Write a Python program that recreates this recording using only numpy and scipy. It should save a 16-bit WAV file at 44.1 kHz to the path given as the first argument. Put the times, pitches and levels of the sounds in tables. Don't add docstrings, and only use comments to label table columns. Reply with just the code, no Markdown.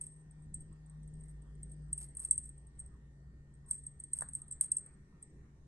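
import sys
import numpy as np
from scipy import signal
from scipy.fft import rfft, irfft
from scipy.io import wavfile
from scipy.ndimage import uniform_filter1d

SR = 44100
rng = np.random.default_rng(int(sys.argv[2]) if len(sys.argv) > 2 else 0)


def transcribe(u):
    v = np.clip(np.atleast_2d(u).T, -1, 1)
    q = np.round(v * 32767).astype(np.int16)
    wavfile.write(sys.argv[1], SR, q)


N = 250047
TIME_S = np.arange(N) / SR

# [t/s, strength/dB, contact tick energy re ring/dB, lower mode re ring/dB]
PELLET_STRIKES = [(0.0122, -32.5, -8, -28), (0.0367, -40, -32, -42), (0.067, -42.5, -2, -32),
                  (0.08, -53, -9, -35), (0.133, -63, -17, -36), (0.31, -55, -19, -27),
                  (0.5428, -32.5, -9, -25.5), (0.6054, -47, -18, -45), (0.7272, -60.5, -14, -39),
                  (0.862, -59.5, -20, -31), (0.898, -57.5, -1.5, -39), (1.0316, -61.5, -13, -35),
                  (1.077, -57, -4, -40), (1.138, -58.5, -16, -36), (1.2079, -52.5, -30, -32),
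                  (1.237, -51.5, -21, -34), (1.283, -56, -14, -35), (1.294, -53.5, -22, -36),
                  (1.42, -58.5, -19, -35), (1.552, -64, -20, -28), (1.631, -41.5, -6, -41),
                  (1.6956, -57, -16, -35), (1.717, -46, -11, -36), (1.733, -54.5, -14, -39.5),
                  (1.929, -25, -11.5, -39), (1.9774, -33, -22, -47), (2.0015, -44, -13, -26),
                  (2.027, -43, -4, -25), (2.151, -51, 1, -36), (2.17, -37.5, 0.5, -25.5),
                  (2.1942, -37.5, -12, -18), (2.2009, -38.5, 2, -23.5), (2.2316, -49, -6, -30),
                  (2.2486, -26.5, -17, -35), (2.2635, -53, -4, -30), (2.2857, -43.5, -14, -18.5),
                  (2.3104, -14, -5, -28), (2.3278, -32, -18, -25), (2.379, -27, -2.5, -27.5),
                  (2.415, -46, -11, -27), (2.4386, -45.5, -10, -11), (2.456, -40.5, -11.5, -34),
                  (2.491, -43, -10, -26), (2.5783, -52, -30.5, -30.5), (2.6693, -55, -18, -37.5),
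                  (2.792, -40, -23.5, -34.5), (2.8, -37.5, -12, -42.5), (2.8608, -51, -14, -32.5),
                  (3.5387, -63.5, -14, -38), (3.5508, -65.5, -12, -36.5), (3.711, -23.5, -3.5, -27),
                  (3.7514, -41, -15, -23), (3.837, -52, -16, -29), (3.866, -33.5, -18.5, -41),
                  (3.9998, -38, -20, -31), (4.038, -38.5, -8.5, -39), (4.1332, -23.5, -10.5, -38),
                  (4.1665, -39, -19, -38), (4.188, -33.5, -1.5, -25), (4.2088, -35, 2.5, -35),
                  (4.2192, -31.5, -8, -26), (4.2881, -40, -4, -29), (4.334, -38.5, -8, -46),
                  (4.351, -29, -4, -29.5), (4.4183, -41.5, -4.5, -50), (4.4805, -47.5, -16.5, -37),
                  (4.5119, -36.5, -8, -12.5), (4.5239, -35, -9, -26), (4.6107, -20, 0, -26.5),
                  (4.645, -34.5, -3, -23), (4.662, -46, -4, -38), (4.7176, -18.5, -9, -45.5),
                  (4.7681, -23, -10, -26), (4.783, -34, -8, -28.5), (4.8087, -51, -10, -30.5),
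                  (4.8615, -46, -16, -28), (5.227, -43.5, -5.5, -23.5)]
# [f/Hz, t60/s]
SHELL_MODES = [(8410, 0.28), (7738, 0.11)]
# [f/Hz, relative level/dB]
TICK_SPECTRUM = [(1500, -42), (3000, -33.5), (5500, -36.5), (6600, -23), (7600, -26), (8300, 5),
                 (8900, 8.5), (9500, -2.5), (10300, -12), (11500, -25), (12200, -42)]
# [f/Hz, relative level/dB]
CRACK_SPECTRUM = [(1000, -19), (2700, -12.5), (4000, -2), (5600, -4.5), (7000, 6.5), (10000, -14),
                  (12000, -31)]
# [strength/dB, skid re ring/dB]
SKID_BY_STRENGTH = [(-39, -17), (-18, -34)]
# [start t/s, end t/s, level/dB]
CLASP_SPANS = [(.005, 0.08, -56.5), (0.577, 0.65, -68), (1.228, 1.348, -72.5), (1.96, 2.072, -51.5),
               (2.16, 2.3, -53.5), (2.325, 2.36, -65), (2.41, 2.516, -63), (3.667, 3.79, -55.5),
               (4.13, 4.247, -52), (4.33, 4.43, -58), (4.605, 4.675, -49), (4.705, 4.72, -51),
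               (4.73, 4.81, -60)]
# [f/Hz, relative level/dB]
LINK_SPECTRUM = [(1500, -23), (3000, -24.5), (5000, -23.5), (7300, -25), (8500, 7), (9300, -6.5),
                 (10500, -6), (11800, -17), (12400, -34)]
# [start t/s, end t/s, level/dB]
ROLL_SPANS = [(.04, .23, -63.5), (.36, .47, -72.5), (1.13, 1.24, -62.5), (1.66, 1.91, -79.5),
              (2.035, 2.16, -60.5), (2.50, 2.66, -74), (2.74, 2.82, -65), (3.645, 3.86, -53.5),
              (4.07, 4.14, -65.5), (4.23, 4.42, -63), (4.8, 4.97, -74.5)]
# [start t/s, end t/s, level/dB]
CLATTER_SPANS = [(2.015, 2.04, -65), (2.195, 2.245, -69.5), (2.32, 2.342, -75), (4.62, 4.655, -59)]
# [t/s, peak level/dB]
WAND_KNOCKS = [(4.2223, -33.5), (4.235, -56)]
# [f/Hz, relative level/dB]
WAND_SPECTRUM = [(150, -4), (400, 1), (750, 7.5), (1150, 6), (1400, 4), (1800, 10), (2100, -15.5),
                 (2800, -34), (4200, -11), (6000, -45)]
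# [t/s, level/dB, fade/s, centre f/Hz]
FUR_BRUSHES = [(2.211, -79, 0.039, 1500), (4.219, -61, 0.013, 930), (4.276, -69, 0.025, 1100),
               (4.64, -79.5, 0.18, 1700), (4.89, -75, 0.072, 1900), (5.45, -78, .05, 1190)]
# [f/Hz, t60/s]
ROOM_T60 = [(500, 0.12), (4000, 0.36), (7000, 0.17), (8400, 0.3), (9600, 0.15), (11500, 0.031)]
# [f/Hz, relative level/dB]
SWISH_SPECTRUM = [(300, -22), (800, 2.5), (1300, 9), (1700, -16.5), (2400, -24.5), (5000, -42)]
# [t/s, pitch f/Hz, level/dB]
HIGH_ENGINE = [(0.0, 152.4, -57.5), (1.18, 153.7, -52), (1.37, 148.7, -57.5), (1.89, 149.4, -49.5),
               (2.12, 140.6, -62), (2.86, 143, -61), (3.82, 139.9, -61), (5.08, 144.2, -64.5),
               (5.15, 141.8, -70.5), (5.64, 142.1, -61.5), (5.67, 139.5, -59)]
# [t/s, pitch f/Hz, level/dB]
LOW_ENGINE = [(0.0, 56.77, -63), (0.16, 51.78, -65.5), (1.22, 53.5, -53), (3.02, 58.9, -56),
              (3.76, 58.95, -63), (4.81, 62.4, -66.5), (5.05, 62.5, -79.5), (5.38, 57.6, -63.5),
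              (5.67, 59.8, -61.5)]
# [f/Hz, level/dB]
WHINE_LINES = [(1825, -81.5), (1923, -90), (4144, -103)]
# [f/Hz, relative density/dB per Hz]
AIR_SPECTRUM = [(15, 3.5), (35, 0.5), (65, 7.5), (100, -1), (170, 0.5), (250, -7), (400, -12.5),
                (600, -23.5), (1200, -27.5), (1800, -28.5), (2500, -37.5), (5000, -39), (9000, -34),
                (10500, -56)]
# [f/Hz, correlation]
AIR_CORRELATION = [(50, 0.98), (130, 1), (300, 0.94), (700, 0.87), (1300, -0.31), (2200, 0.16),
                   (9000, -0.48)]
# [t/s, level change/dB]
AIR_SWELL_DB = [(0, 0), (1.8, 1.5), (3.4, -1), (5, 0.5)]

RING_DB = 3.5
SOFT_T60_S, HALVING_DB = 0.036, -9.5
SKID_FADE_S = 0.003
CRACK_DB, CRACK_FADE_S = -29.5, 0.001
WANDER_HZ, WANDER_RATE_HZ = 45, 70
CEILING_S, CEILING_DB = 0.015, -29
SWISH_FIRST_S, SWISH_EVERY_S = 0.666, 0.737
SWISH_RISE_S, SWISH_FADE_S, SWISH_DB = 0.057, 0.039, -63.5
AIR_DB = -59
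EDGE_HZ = 12200


def amp(db):
    return 10 ** (np.asarray(db) / 20)


def unit(x):
    return x / np.sqrt(np.mean(x ** 2) + 1e-20)


def read(points, hz):
    f, value = np.transpose(points)
    return np.interp(np.log(hz + 1), np.log(f), value)


def add(mix, s, sound):
    part = mix[max(round(s * SR), 0):][:len(sound)]
    part += sound[:len(part)]


def drift(rate_hz):
    hz = np.fft.rfftfreq(N, 1 / SR)
    return unit(irfft(rfft(rng.standard_normal(N)) / (1 + (hz / rate_hz) ** 4), N))


def click(spectrum, size=2048):
    log_gain = np.log(amp(read(spectrum, abs(np.fft.fftfreq(size, 1 / SR)))))
    pulse = np.fft.ifft(np.exp(np.conj(signal.hilbert(log_gain)))).real[:size // 2]
    return pulse / np.linalg.norm(pulse)


def strike_contact(lead_s, rebound_db=-13, rebound_s=0.002, spot_shift=0.02):
    tick = click(np.array(TICK_SPECTRUM) * [np.exp(spot_shift * rng.standard_normal()), 1])
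    contact = np.zeros(len(lead_s))
    add(contact, -lead_s[0], tick)
    for delay_s in rebound_s * rng.random(2):
        add(contact, delay_s - lead_s[0], amp(rebound_db) * tick)
    return contact


def bell(rise_s=0.00041, soft_db=-13, free_db=-35, scatter_hz=22):
    lead_s = np.arange(-SR // 100, SR // 3) / SR
    t = np.maximum(lead_s, 0)
    out = np.zeros(N)
    crack_click = click(CRACK_SPECTRUM)
    scrape = touch(TICK_SPECTRUM, shell_share=0.26)
    (main_hz, main_t60), (low_hz, low_t60) = SHELL_MODES

    def phase(hz):
        return 2 * np.pi * (hz + rng.normal(0, scatter_hz)) * t

    for s, db, hard_db, lower_db in PELLET_STRIKES:
        slow_rise_s = rise_s * (1 + amp(soft_db - hard_db) ** 0.5)
        onset = 1 - np.exp(-(t / slow_rise_s) ** 2)
        t60 = SOFT_T60_S / (1 + amp(db - HALVING_DB))
        ring = onset * amp(-60 * t / t60) * np.cos(phase(main_hz))
        free = amp(free_db - 60 * t / main_t60) * np.sin(phase(main_hz))
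        low = amp(lower_db - 60 * t / low_t60) * np.sin(phase(low_hz))

        contact = strike_contact(lead_s)
        contact *= amp(hard_db) * np.linalg.norm(ring) / np.linalg.norm(contact)
        blow = ring + contact
        blow *= np.hypot(np.linalg.norm(ring), np.linalg.norm(contact)) / np.linalg.norm(blow)

        grit = rng.standard_normal(len(t))
        skid = unit(signal.fftconvolve(grit, scrape)[:len(t)])
        skid *= amp(np.interp(db, *np.transpose(SKID_BY_STRENGTH)))
        skid *= np.exp(-abs(lead_s) / SKID_FADE_S)
        crack_noise = grit * (lead_s > 0) * np.exp(-t / CRACK_FADE_S)
        crack = amp(db + CRACK_DB) * signal.fftconvolve(crack_noise, crack_click)[:len(t)]

        strike = amp(db + RING_DB) * (blow + onset * (free + low) + skid) + crack
        add(out, s + lead_s[0], strike)
    return out


def touch(spectrum, shell_share, t60=0.029):
    t = np.arange(1024) / SR
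    mode = amp(-60 * t / t60) * np.sin(2 * np.pi * SHELL_MODES[0][0] * t)
    sound = click(spectrum) + shell_share * mode * (1 - np.exp(-t / 0.00051))
    return sound / np.linalg.norm(sound)


def rattle(spans, sound, per_s, spread_db, scrape_s):
    strengths = amp(spread_db * np.clip(rng.standard_normal(N), -2, 2))
    touches = (rng.random(N) < per_s / SR) * strengths
    t = np.arange(512) / SR
    scrapes = signal.oaconvolve(touches, t * np.exp(-t / scrape_s))[:N] * rng.standard_normal(N)
    shake = np.zeros(N)
    for start, end, db in spans:
        shake += amp(db) * np.sin(np.pi * np.clip((TIME_S - start) / (end - start), 0, 1))
    return signal.oaconvolve(unit(scrapes) * shake, sound)[:N]


def wander(x):
    turns = np.cumsum(WANDER_HZ * drift(WANDER_RATE_HZ)) / SR
    return (signal.hilbert(x) * np.exp(2j * np.pi * turns)).real


def rolling():
    contact = touch(TICK_SPECTRUM, shell_share=0.54, t60=0.1078)
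    return wander(rattle(ROLL_SPANS, contact, per_s=240, spread_db=7.5, scrape_s=0.0014))


def clasp():
    link = touch(LINK_SPECTRUM, shell_share=0.031)
    return rattle(CLASP_SPANS, link, per_s=160, spread_db=-2.5, scrape_s=0.0033)


def clatter():
    return rattle(CLATTER_SPANS, click(CRACK_SPECTRUM), per_s=220, spread_db=6, scrape_s=0.0007)


def wand_knocks():
    out = np.zeros(N)
    knock = click(WAND_SPECTRUM)
    for s, db in WAND_KNOCKS:
        add(out, s, amp(db) * knock / abs(knock).max())
    return out


def brushes(width_octaves=1.0, top_hz=2300, grain_db=1.5):
    out = np.zeros(N)
    hz = np.fft.rfftfreq(N, 1 / SR) + 1
    for s, db, fade_s, centre_hz in FUR_BRUSHES:
        band = 1 / (1 + (np.log2(hz / centre_hz) / width_octaves) ** 2)
        band /= 1 + (hz / top_hz) ** 8
        noise = unit(irfft(rfft(rng.standard_normal(N)) * band, N))
        out += noise * amp(db + grain_db * drift(120)) * np.exp(-abs(TIME_S - s) / fade_s)
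    return out


def ports(x, lag_s):
    hz = np.fft.rfftfreq(N, 1 / SR)
    late = irfft(rfft(x) * np.exp(-2j * np.pi * hz * lag_s), N)
    return np.array([late, x])


def room(x, wet_db, correlation, first_s=0.0028, early_db=4, early_s=0.027):
    taps = rng.standard_normal((2, SR // 2 + SR // 4))
    taps *= rng.random(taps.shape) < 0.2
    taps[1] = correlation * taps[0] + np.sqrt(1 - correlation ** 2) * taps[1]
    hz, t, z = signal.stft(taps, SR, nperseg=256)
    decay_db = early_db * np.exp(-t / early_s) - 60 * t / read(ROOM_T60, hz)[:, None]
    tail = signal.istft(z * amp(decay_db), SR, nperseg=256)[1]
    tail *= np.clip(np.arange(tail.shape[1]) / SR / first_s - 1, 0, 1)
    tail /= np.linalg.norm(tail[0])
    return amp(wet_db) * signal.fftconvolve(x[None], tail, axes=1)[:, :N]


def swish():
    age_s = np.maximum(TIME_S - SWISH_FIRST_S, 0) % SWISH_EVERY_S
    noise = unit(signal.oaconvolve(rng.standard_normal(N), click(SWISH_SPECTRUM))[:N])
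    envelope = (1 - np.exp(-(age_s / SWISH_RISE_S) ** 2)) * np.exp(-age_s / SWISH_FADE_S)
    return amp(SWISH_DB) * noise * envelope


def drone(rows, waver_hz=0.82, waver_db=1.5):
    s, hz, db = np.transpose(rows)
    pitch_hz = np.interp(TIME_S, s, hz) + waver_hz * drift(6.2)
    level_db = np.interp(TIME_S, s, db) + waver_db * drift(8.3)
    return amp(level_db) * unit(np.sin(2 * np.pi * np.cumsum(pitch_hz) / SR))


def whine():
    lines = np.zeros(N)
    for hz, db in WHINE_LINES:
        pitch_hz = hz + 2 * drift(10)
        lines += amp(db) * unit(np.sin(2 * np.pi * np.cumsum(pitch_hz) / SR))
    drop_db = np.interp(TIME_S, [5.4, 5.5], [0, -8])
    return ports(lines * amp(drop_db), lag_s=0.00016)


def air(patchy_db=2.5):
    hz, _, (left, other) = signal.stft(rng.standard_normal((2, N)), SR, nperseg=4096)
    same = np.clip(read(AIR_CORRELATION, hz), -1, 1)[:, None]
    right = same * left + np.sqrt(1 - same ** 2) * other
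    patches = uniform_filter1d(rng.standard_normal(left.shape), size=40, axis=0)
    patches = unit(uniform_filter1d(patches, size=3, axis=1))
    z = np.array([left, right]) * amp(read(AIR_SPECTRUM, hz)[:, None] + patchy_db * patches)
    noise = unit(signal.istft(z, SR, nperseg=4096)[1][:, :N])
    return noise * amp(AIR_DB + np.interp(TIME_S, *np.transpose(AIR_SWELL_DB)))


def scene():
    toy = bell() + clasp() + rolling() + clatter()
    wand = wand_knocks() + brushes()
    near = ports(toy, lag_s=0.00014) + ports(wand, lag_s=-0.000086)
    for channel in near:
        add(channel, CEILING_S, amp(CEILING_DB) * channel)
    echoes = room(toy, wet_db=-16.5, correlation=0.97) + room(wand, wet_db=-12.5, correlation=0.092)
    swishes = room(swish(), wet_db=1.0, correlation=0.46)
    left_right_db = [[1], [-1.3]]
    engines = drone(LOW_ENGINE) + drone(HIGH_ENGINE) * amp(left_right_db)
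    return near + echoes + swishes + engines + whine() + air()


def record(dry):
    lowpass = signal.firwin(255, EDGE_HZ, window=("kaiser", 8), fs=SR)
    return signal.oaconvolve(dry, lowpass[None], "same")


dry = scene()
out = record(dry)
transcribe(out)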